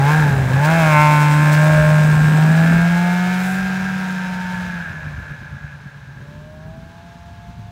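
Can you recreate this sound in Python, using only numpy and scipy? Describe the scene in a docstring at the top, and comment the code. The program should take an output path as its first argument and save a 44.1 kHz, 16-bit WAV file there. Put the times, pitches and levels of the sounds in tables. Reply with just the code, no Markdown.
"""A two-stroke twin snowmobile blips its throttle, pulls away over snow, coasts and opens up far off.
Each firing pulses the exhaust pipe, giving a harmonic series on the firing rate, while the pistons
force the engine case into resonance. The drive hisses; the track rumbles, drums, breaks the crust and
throws snow. The sled fades and dulls with distance, and the low end throbs late in the ride.
Low gusts rumble on the microphone."""
import sys
import numpy as np
from scipy import signal
from scipy.fft import rfft, irfft, next_fast_len
from scipy.io import wavfile
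from scipy.ndimage import uniform_filter1d, map_coordinates

SR = 44100
rng = np.random.default_rng(int(sys.argv[2]) if len(sys.argv) > 2 else 0)


def wav_out(sig):
    """Save sig, one row per channel (or a flat mono array), as 16-bit PCM at SR to the path in sys.argv[1]."""
    wavfile.write(sys.argv[1], SR, np.round(np.clip(np.atleast_2d(sig).T, -1, 1) * 32767).astype(np.int16))


N = 340011


def amp(db):
    """Amplitude ratio of a level in decibels."""
    return 10 ** (np.asarray(db) / 20)

def unit(x):
    """Normalisation to rms 1."""
    return x / np.sqrt(np.mean(x ** 2) + 1e-20)

def along(points, hz):
    """Interpolation of (f/Hz, value) points on a logarithmic frequency axis."""
    f, values = np.transpose(points)
    return np.interp(np.log(hz + 1), np.log(f), values)

def curves(rows):
    """Linear interpolation in time: one value per sample for each column after t/s."""
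    times, *columns = np.transpose(rows)
    return [np.interp(np.arange(N) / SR, times, column) for column in columns]

def wobble(rate):
    """Smooth random modulation with `rate` knots a second."""
    coarse = np.arange(0, N + 32, 32)
    knots = rng.standard_normal(int(N * rate / SR) + 4)
    return np.interp(np.arange(N), coarse, map_coordinates(knots, [coarse * rate / SR]))

def filtered(x, response):
    """Linear filtering: the spectrum of x times a frequency response."""
    size = next_fast_len(N + SR // 4)
    return irfft(rfft(x, size) * response(np.fft.rfftfreq(size, 1 / SR)), size)[:N]

def noise(spectrum):
    """Spectral shaping of white noise, at rms 1."""
    return unit(filtered(rng.standard_normal(N), lambda hz: amp(along(spectrum, hz))))

def bumps(rows):
    """Sum of Gaussian pulses (t/s, half length/s, height)."""
    t = np.arange(N) / SR
    return sum(height * np.exp(-np.minimum(((t - s) / width) ** 2, 20)) for s, width, height in rows)

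def swells(rows):
    """Envelope of Gaussian pulses (t/s, half length/s, peak level/dB)."""
    return bumps([(s, width, amp(db)) for s, width, db in rows])

def pulsation(cycles, depth):
    """Periodic amplitude modulation: a gain of rms 1 that swells once a cycle."""
    return unit(np.exp(depth * np.cos(2 * np.pi * cycles)))


# the rider's thumb: t/s, throttle opening/1
THROTTLE = [(0, 0.34), (.1, 0.79), (.2, 0.5), (.42, 0), (.57, 0.26), (.65, 0.77), (.75, 0.8), (.98, 1),
            (1.2, 0.86), (1.4, 0.71), (1.8, 0.69), (2.35, 0.43), (3.3, 0.89), (4.05, 0.76), (4.62, 0.76),
            (4.98, 0.22), (6.15, 0.28), (6.3, 0.45), (7.7, 0.65)]
# range of the sled: t/s, distance/m
DISTANCE = [(0, 2.84), (1.6, 3.01), (2.7, 3.7), (3.5, 7.24), (4.65, 12.2), (5.15, 19), (5.55, 28),
            (6.2, 33.4), (6.62, 43), (7, 36.3), (7.7, 42.6)]

def ride(reference_m=3.15, half_blur_m=18.7):
    """Source state: throttle closure, range in metres and in doublings, blurred share of the sound."""
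    shut = 1 - np.clip(curves(THROTTLE)[0], 0, 1)
    metres = np.maximum(curves(DISTANCE)[0], 1)
    blur = metres ** 2 / (metres ** 2 + half_blur_m ** 2)
    return shut, metres, np.log2(metres / reference_m), blur

def level(state, full_db, shut_loss_db, doubling_loss_db, snow_db_per_m):
    """Level/dB: that at full throttle less losses to closure, spreading and absorption over snow."""
    shut, metres, doublings, _ = state
    return full_db - shut_loss_db * shut - doubling_loss_db * doublings - snow_db_per_m * metres


# fundamental, at the firing rate: t/s, level/dB
BOOM = [(0, -13.5), (.73, -14.5), (1.6, -11.5), (2.65, -11.5), (3.45, -19.5), (4.8, -27.5), (4.92, -40.5),
        (6.55, -39.5), (6.8, -44), (7.7, -48.5)]
# missed firings as the throttle shuts: t/s, depth/1
MISFIRES = [(.308, 1), (.352, 0.8), (.363, 0.9), (.415, 0.4), (0.448, 0.75), (.472, 0.6), (.491, 0.8)]
# harmonics 2 and 3: t/s, level/dB re BOOM
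DRONE = [(0, -23.5), (1.4, -16), (1.8, -23), (2.05, -54), (2.5, -37), (3.1, -23), (4.5, -32), (7.7, -28)]
GROWL = [(0, -18.5), (.75, -27), (1, -36), (7.7, -32)]
# harmonic 4: t/s, level/dB
HOWL = [(0, -55), (.45, -49), (.72, -22.5), (1.08, -24), (1.3, -41), (1.6, -23.5), (1.85, -17.5),
        (2.25, -45), (2.58, -31.5), (3.35, -31.5), (4.6, -50), (6.1, -67), (6.3, -46.5), (7.7, -49.5)]
# harmonics 5 and 6, before the pipe's gain: t/s, level/dB
BARK = [(0, -24), (.3, -32), (.5, -56), (.57, -36), (.65, -26), (.82, -27.5), (1, -19), (1.4, -30.5),
        (1.8, -34), (2.2, -37), (2.42, -32.5), (2.75, -41.5), (3.1, -34.5), (3.6, -41.5), (4.5, -34.5),
        (5.1, -64), (6.2, -65), (6.6, -55), (7.7, -59)]
# pipe resonances for the bark and for the rasp (harmonics 7 to 26): f/Hz, gain/dB
BARK_PIPE = [(660, -12), (750, -13), (778, 0), (820, 2.5), (900, 4.5), (922, -2), (1020, -11), (1130, -29)]
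RASP_PIPE = [(850, -8), (1050, 1), (1200, -11), (1380, -4), (1520, -4), (1850, -18.5), (1970, -15),
             (2110, -4.5), (2250, -6), (2410, -11), (2550, -10), (2900, -24.5), (4500, -59)]

def exhaust(firing_hz, firings, state, surge, dispersion_rad=0.0907, flutter_db=1.5, misfire_s=0.0047):
    """Source and filter: periodic pressure pulses form harmonics that glide through pipe resonances."""
    shut, _, doublings, blur = state
    phase = 2 * np.pi * firings
    boom_db, = curves(BOOM)
    roughness = 0.41 * shut ** 2 + 0.28 * blur
    boom = np.cos(phase) + roughness * (wobble(110) * np.cos(phase) + wobble(110) * np.sin(phase))
    subharmonic = np.cos(phase / 2)  # the two cylinders are not quite alike
    boom += amp(-31.5) * subharmonic
    missed = bumps([(s, misfire_s, depth) for s, depth in MISFIRES])
    boom *= amp(boom_db) * surge * np.clip(1 - missed, 0, 1)

    harmonic_db = {2: boom_db + curves(DRONE)[0], 3: boom_db + curves(GROWL)[0], 4: curves(HOWL)[0]}
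    for k in (5, 6):
        harmonic_db[k] = curves(BARK)[0] + along(BARK_PIPE, k * firing_hz)
    rasp_db = level(state, full_db=-20.5, shut_loss_db=30.5, doubling_loss_db=5, snow_db_per_m=0.2)
    dulling_db_per_khz = 8.5 * shut + 2.2 * doublings  # above 1 kHz
    for k in range(7, 27):
        hz = k * firing_hz
        treble_loss_db = dulling_db_per_khz * np.maximum(hz / 1000 - 1, 0)
        harmonic_db[k] = rasp_db + along(RASP_PIPE, hz) - treble_loss_db
    # dispersion smears each pulse: high harmonics leave the pipe later
    overtones = sum(amp(db + flutter_db * wobble(14)) * np.cos(k * phase - dispersion_rad * k * k)
                    for k, db in harmonic_db.items())
    scatter_db = 0.32 + 2.5 * shut ** 2  # firings grow uneven as the throttle shuts
    overtones *= amp(scatter_db * wobble(150)) * (1 + 0.12 * subharmonic)
    return np.sqrt(2) * (boom + overtones)


def strokes(firings, other_piston, scatter_db=1.2):
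    """Impulse train: one blow a firing, pistons alternating, each shared between two samples."""
    stroke = np.arange(1, int(firings[-1]))
    at = np.interp(stroke, firings, np.arange(N))
    force = np.where(stroke % 2, 1, other_piston) * amp(scatter_db * rng.standard_normal(len(stroke)))
    sample, late = at.astype(int), at % 1
    blows = np.bincount(sample, force * (1 - late), N + 1) + np.bincount(sample + 1, force * late, N + 1)
    return blows[:N]


# engine case modes: f/Hz, bandwidth/Hz, gain/dB
CASE_MODES = [(1393, 187, -7.5), (1608, 76.6, 3), (1713, 87, -0.5), (2404, 380, -17), (3860, 120, -31)]

def engine_case(force):
    """Modal superposition: damped resonances of alternating sign answer a force, at rms 1."""
    def response(hz):
        return sum((-1) ** k * amp(db) * 1j * hz * width / (mode_hz ** 2 - hz ** 2 + 1j * hz * width)
                   for k, (mode_hz, width, db) in enumerate(CASE_MODES))
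    return unit(filtered(force, response))


# case rattle: t/s, level/dB
RATTLE = [(0, -31), (.09, -27), (.15, -21), (.29, -25), (.42, -33), (.58, -28), (.73, -22), (1.05, -31),
          (1.53, -23), (2.3, -26.5), (2.72, -23), (2.98, -27), (4.6, -33), (4.83, -31), (5.1, -36),
          (5.75, -42), (6.4, -50), (7.7, -56)]
# looseness of the case: t/s, noisy share of the power/1
LOOSENESS = [(.7, .55), (1.3, .15), (2.3, .18), (2.6, .42), (3, .12), (3.7, .5), (4.9, .65), (7.7, .55)]

def rattle(firings):
    """Forced vibration: the pistons rock the case once a shaft turn, as knocks and loose chatter."""
    knocks = engine_case(strokes(firings, other_piston=-0.7))
    shaft_turns = (firings - 1) / 2
    chatter = engine_case(rng.standard_normal(N) * pulsation(shaft_turns, depth=0.059))
    loose = np.clip(curves(LOOSENESS)[0], 0, 1)
    gain = amp(curves(RATTLE)[0] + wobble(16))
    return gain * (np.sqrt(1 - loose) * knocks + np.sqrt(loose) * chatter)


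# spectrum of the rushing gas: f/Hz, relative density/dB
GAS_SPECTRUM = [(120, -47), (280, -3.5), (400, -5), (520, 2.5), (850, 3), (1150, -2.5), (1900, -5),
                (2600, -17), (3500, -31), (8000, -60)]

def gas_rush(firings, state):
    """Flow noise: rushing gas, amplitude-modulated at the firing rate."""
    db = level(state, full_db=-27.5, shut_loss_db=0.5, doubling_loss_db=4.5, snow_db_per_m=0.33)
    return amp(db) * noise(GAS_SPECTRUM) * pulsation(firings, depth=0.25)


# spectra of the drive, close by and far off: f/Hz, relative density/dB
NEAR_HISS = [(500, -2.5), (1500, -4), (1950, 3.5), (2500, 6), (3200, -0.5), (3950, 1), (4600, -5.5),
             (6000, -5), (7000, -6.5), (8100, -22), (9200, -16.5), (16000, -49)]
FAR_HISS = [(500, -11), (1000, 13), (1400, 4.5), (2000, 2.5), (2600, 2.5), (3300, 2), (3900, 2.5),
            (4700, -4), (6500, -5), (8000, -22), (9200, -24), (16000, -58)]

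def drive_hiss(firings, state, ring_t60_s=0.043):
    """Impulse response: each blow rings small metal parts; far off the buzz blurs into plain hiss."""
    *_, blur = state
    t = np.arange(SR // 50) / SR
    jangle = rng.standard_normal(len(t)) * amp(-60 * t / ring_t60_s)
    blows = signal.fftconvolve(strokes(firings, other_piston=0.6), jangle)[:N]
    buzz = unit(filtered(blows, lambda hz: amp(along(NEAR_HISS, hz))))
    near = 0.76 * noise(NEAR_HISS) * pulsation(firings, depth=0.15) + 0.65 * buzz
    far = amp(1.0) * noise(FAR_HISS)
    db = level(state, full_db=-29, shut_loss_db=9.5, doubling_loss_db=3.3, snow_db_per_m=0.21)
    return amp(db) * (np.sqrt(1 - blur) * near + np.sqrt(blur) * far)


# spectrum of thrown snow: f/Hz, relative density/dB
SPRAY_SPECTRUM = [(4000, -19), (7500, 10), (9000, 4.5), (10500, 3.5), (12500, 0.5), (14500, 3.5),
                  (16000, 0.5)]
# plume flung up by the track: t/s, half length/s, peak level/dB
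PLUMES = [(3.49, 0.095, -46)]

def snow_spray(state):
    """Granular noise: snow thrown by the track, its grain smoothing with distance."""
    *_, blur = state
    grains = unit(noise(SPRAY_SPECTRUM) * amp(1.2 * (1.5 - blur) * wobble(1200)))
    db = level(state, full_db=-38, shut_loss_db=9.5, doubling_loss_db=6, snow_db_per_m=0.1)
    return (amp(db) + swells(PLUMES)) * grains


# gusts: t/s, half length/s, peak level/dB
GUSTS = [(.3, 0.1, -30), (.9, .3, -36), (1.82, 0.075, -23.5), (2.2, 0.097, -30), (2.75, 0.076, -32),
         (3.8, 0.33, -48), (4.6, 0.08, -42), (5.13, 0.086, -31.5), (5.5, 0.17, -41), (6.19, 0.032, -38),
         (6.74, .13, -37.5), (7.64, 0.082, -41)]
# spectrum of the wind: f/Hz, relative density/dB
WIND_SPECTRUM = [(15, -50), (30, -19), (48, -9), (70, -0.5), (95, -1.5), (140, -3.5), (220, -13.5),
                 (500, -68)]

def wind_buffet(breeze_db=-43, drift_db=2.5):
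    """Turbulent pressure on the microphone: a lumpy, drifting breeze with gusts on top."""
    strength = amp(breeze_db + drift_db * wobble(4.4)) + swells(GUSTS)
    return strength * unit(noise(WIND_SPECTRUM) * amp(0.82 * wobble(14)))


# rumble of track and snow: t/s, level/dB
TRACK_RUMBLE = [(.12, -39), (.25, -28), (.6, -44), (.8, -36), (1.85, -36), (2.15, -30.5), (2.78, -28),
                (2.86, -47), (4.2, -46), (4.5, -53), (5.15, -47), (6.05, -58.5), (6.2, -48.5), (6.75, -46),
                (7.2, -53.5), (7.7, -51)]
# its spectrum: f/Hz, relative density/dB
TRACK_RUMBLE_SPECTRUM = [(60, -53), (120, -13), (180, 6), (240, 7.5), (340, -3.5), (440, -3), (700, -37.5)]

def track_rumble():
    """Rolling noise: a rough low rumble of track and snow, about 150-450 Hz."""
    return amp(curves(TRACK_RUMBLE)[0]) * unit(noise(TRACK_RUMBLE_SPECTRUM) * amp(0.79 * wobble(23)))


# thin sizzle as the track passes close: t/s, level/dB
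SIZZLE = [(0, -68), (1.3, -48), (2.4, -47.5), (2.7, -52), (3.3, -66), (5, -88)]
# its spectrum: f/Hz, relative density/dB
SIZZLE_BAND = [(6500, -56), (7700, -9), (8050, -5), (8400, -10), (9800, -40)]

def gear_sizzle():
    """Narrow-band noise: the running gear gives a grainy ring near 8 kHz."""
    return amp(curves(SIZZLE)[0]) * unit(noise(SIZZLE_BAND) * amp(1.8 * wobble(200)))


# the track biting into the crust: t/s, peak level/dB
CRUNCHES = [(.655, -32.5), (1.215, -34), (1.535, -29), (1.635, -37)]
# spectrum of breaking crust: f/Hz, relative density/dB
CRUST_SPECTRUM = [(1500, -17), (3000, 2), (5000, 0.5), (8000, -1.5), (12000, -13), (16000, -4)]

def crust_crunches(half_length_s=0.021):
    """Brittle fracture: the snow crust breaks in short, gritty bursts of noise."""
    envelope = swells([(s, half_length_s, db) for s, db in CRUNCHES])
    return envelope * unit(noise(CRUST_SPECTRUM) * amp(3 * wobble(780)))


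# lugs striking the snow: t/s, f/Hz, level/dB
LUGS = [(2.9, 117, -52), (3.3, 134, -39), (3.95, 151.8, -33.5), (4.6, 162.3, -45.5), (5.1, 147.9, -35),
        (5.7, 131.4, -49), (6.2, 125.5, -43), (6.6, 128, -78)]

def track_drum():
    """Beating: the lugs drum a tone at their own rate, which interferes with the exhaust note."""
    lug_hz, db = curves(LUGS)
    phase = 2 * np.pi * np.cumsum(lug_hz) / SR
    return np.sqrt(2) * amp(db + 0.47 * wobble(7.4)) * np.sin(phase)


# runs of low throbs: start/s, end/s, period/s, first lift before the sag/dB
THROBS = [(4.92, 5.25, 0.14, 7), (5.315, 6.14, .11, 8.5), (6.673, 6.93, 0.107, 5.5),
          (7.496, 7.67, 0.099, 9)]

def throbbing(half_length_s=0.017, decay_per_throb=0.94):
    """Amplitude modulation: a gain that lifts on each throb of a dying run and sags between them."""
    lift_db = bumps([(s, half_length_s, db * decay_per_throb ** k)
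                     for first, end, period, db in THROBS
                     for k, s in enumerate(np.arange(first, end, period))])
    sag_db = 1.32 * uniform_filter1d(lift_db, size=SR // 5)
    return amp(lift_db - sag_db)


# firing rate through two blips, the pull-away, coasting and opening up: t/s, f/Hz
FIRING_RATE = [(0, 135.2), (.06, 141.5), (.12, 152.7), (.18, 156.2), (.3, 140.5), (.48, 126.6), (.54, 130),
               (.72, 163.8), (.78, 166.2), (.84, 158), (.96, 149.8), (1.03, 151), (1.28, 148.5),
               (1.41, 150.3), (1.54, 150.9), (1.68, 153.9), (1.95, 152.5), (2.2, 152.7), (2.42, 155.6),
               (2.71, 167.3), (3.1, 177.3), (3.62, 189.2), (3.75, 187.5), (3.88, 189.5), (4.27, 183.5),
               (4.66, 180.4), (4.92, 165.7), (5.12, 150.3), (6.15, 139.8), (6.48, 153.4), (6.61, 156),
               (6.74, 162.9), (7.05, 171.2), (7.7, 175.4)]

def scene():
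    """Superposition: the engine's sounds share one firing phase and add to track, snow and wind."""
    firing_hz, = curves(FIRING_RATE)
    firings = np.cumsum(firing_hz * (1 + 0.0015 * wobble(70))) / SR
    state, surge = ride(), throbbing()
    engine = exhaust(firing_hz, firings, state, surge) + rattle(firings) + gas_rush(firings, state)
    hiss = drive_hiss(firings, state) + snow_spray(state)
    *_, blur = state
    grit = unit(amp((1 - blur / 2) * (0.74 * wobble(900) + 0.69 * wobble(40))))  # the hiss flickers
    mix = engine + grit * hiss + gear_sizzle() + crust_crunches()
    mix += surge * (track_drum() + wind_buffet() + track_rumble())
    return mix[None]

def record(dry, low_cut_hz=28, top_hz=15750):
    """Band limiting: the phone cuts the deepest rumble and passes nothing above its upper limit."""
    def response(hz):
        high_pass = 1 - 1 / (1 + (hz / low_cut_hz) ** 6)
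        return high_pass * (hz < top_hz)
    return filtered(dry[0], response)[None]


dry = scene()
out = record(dry)
wav_out(out)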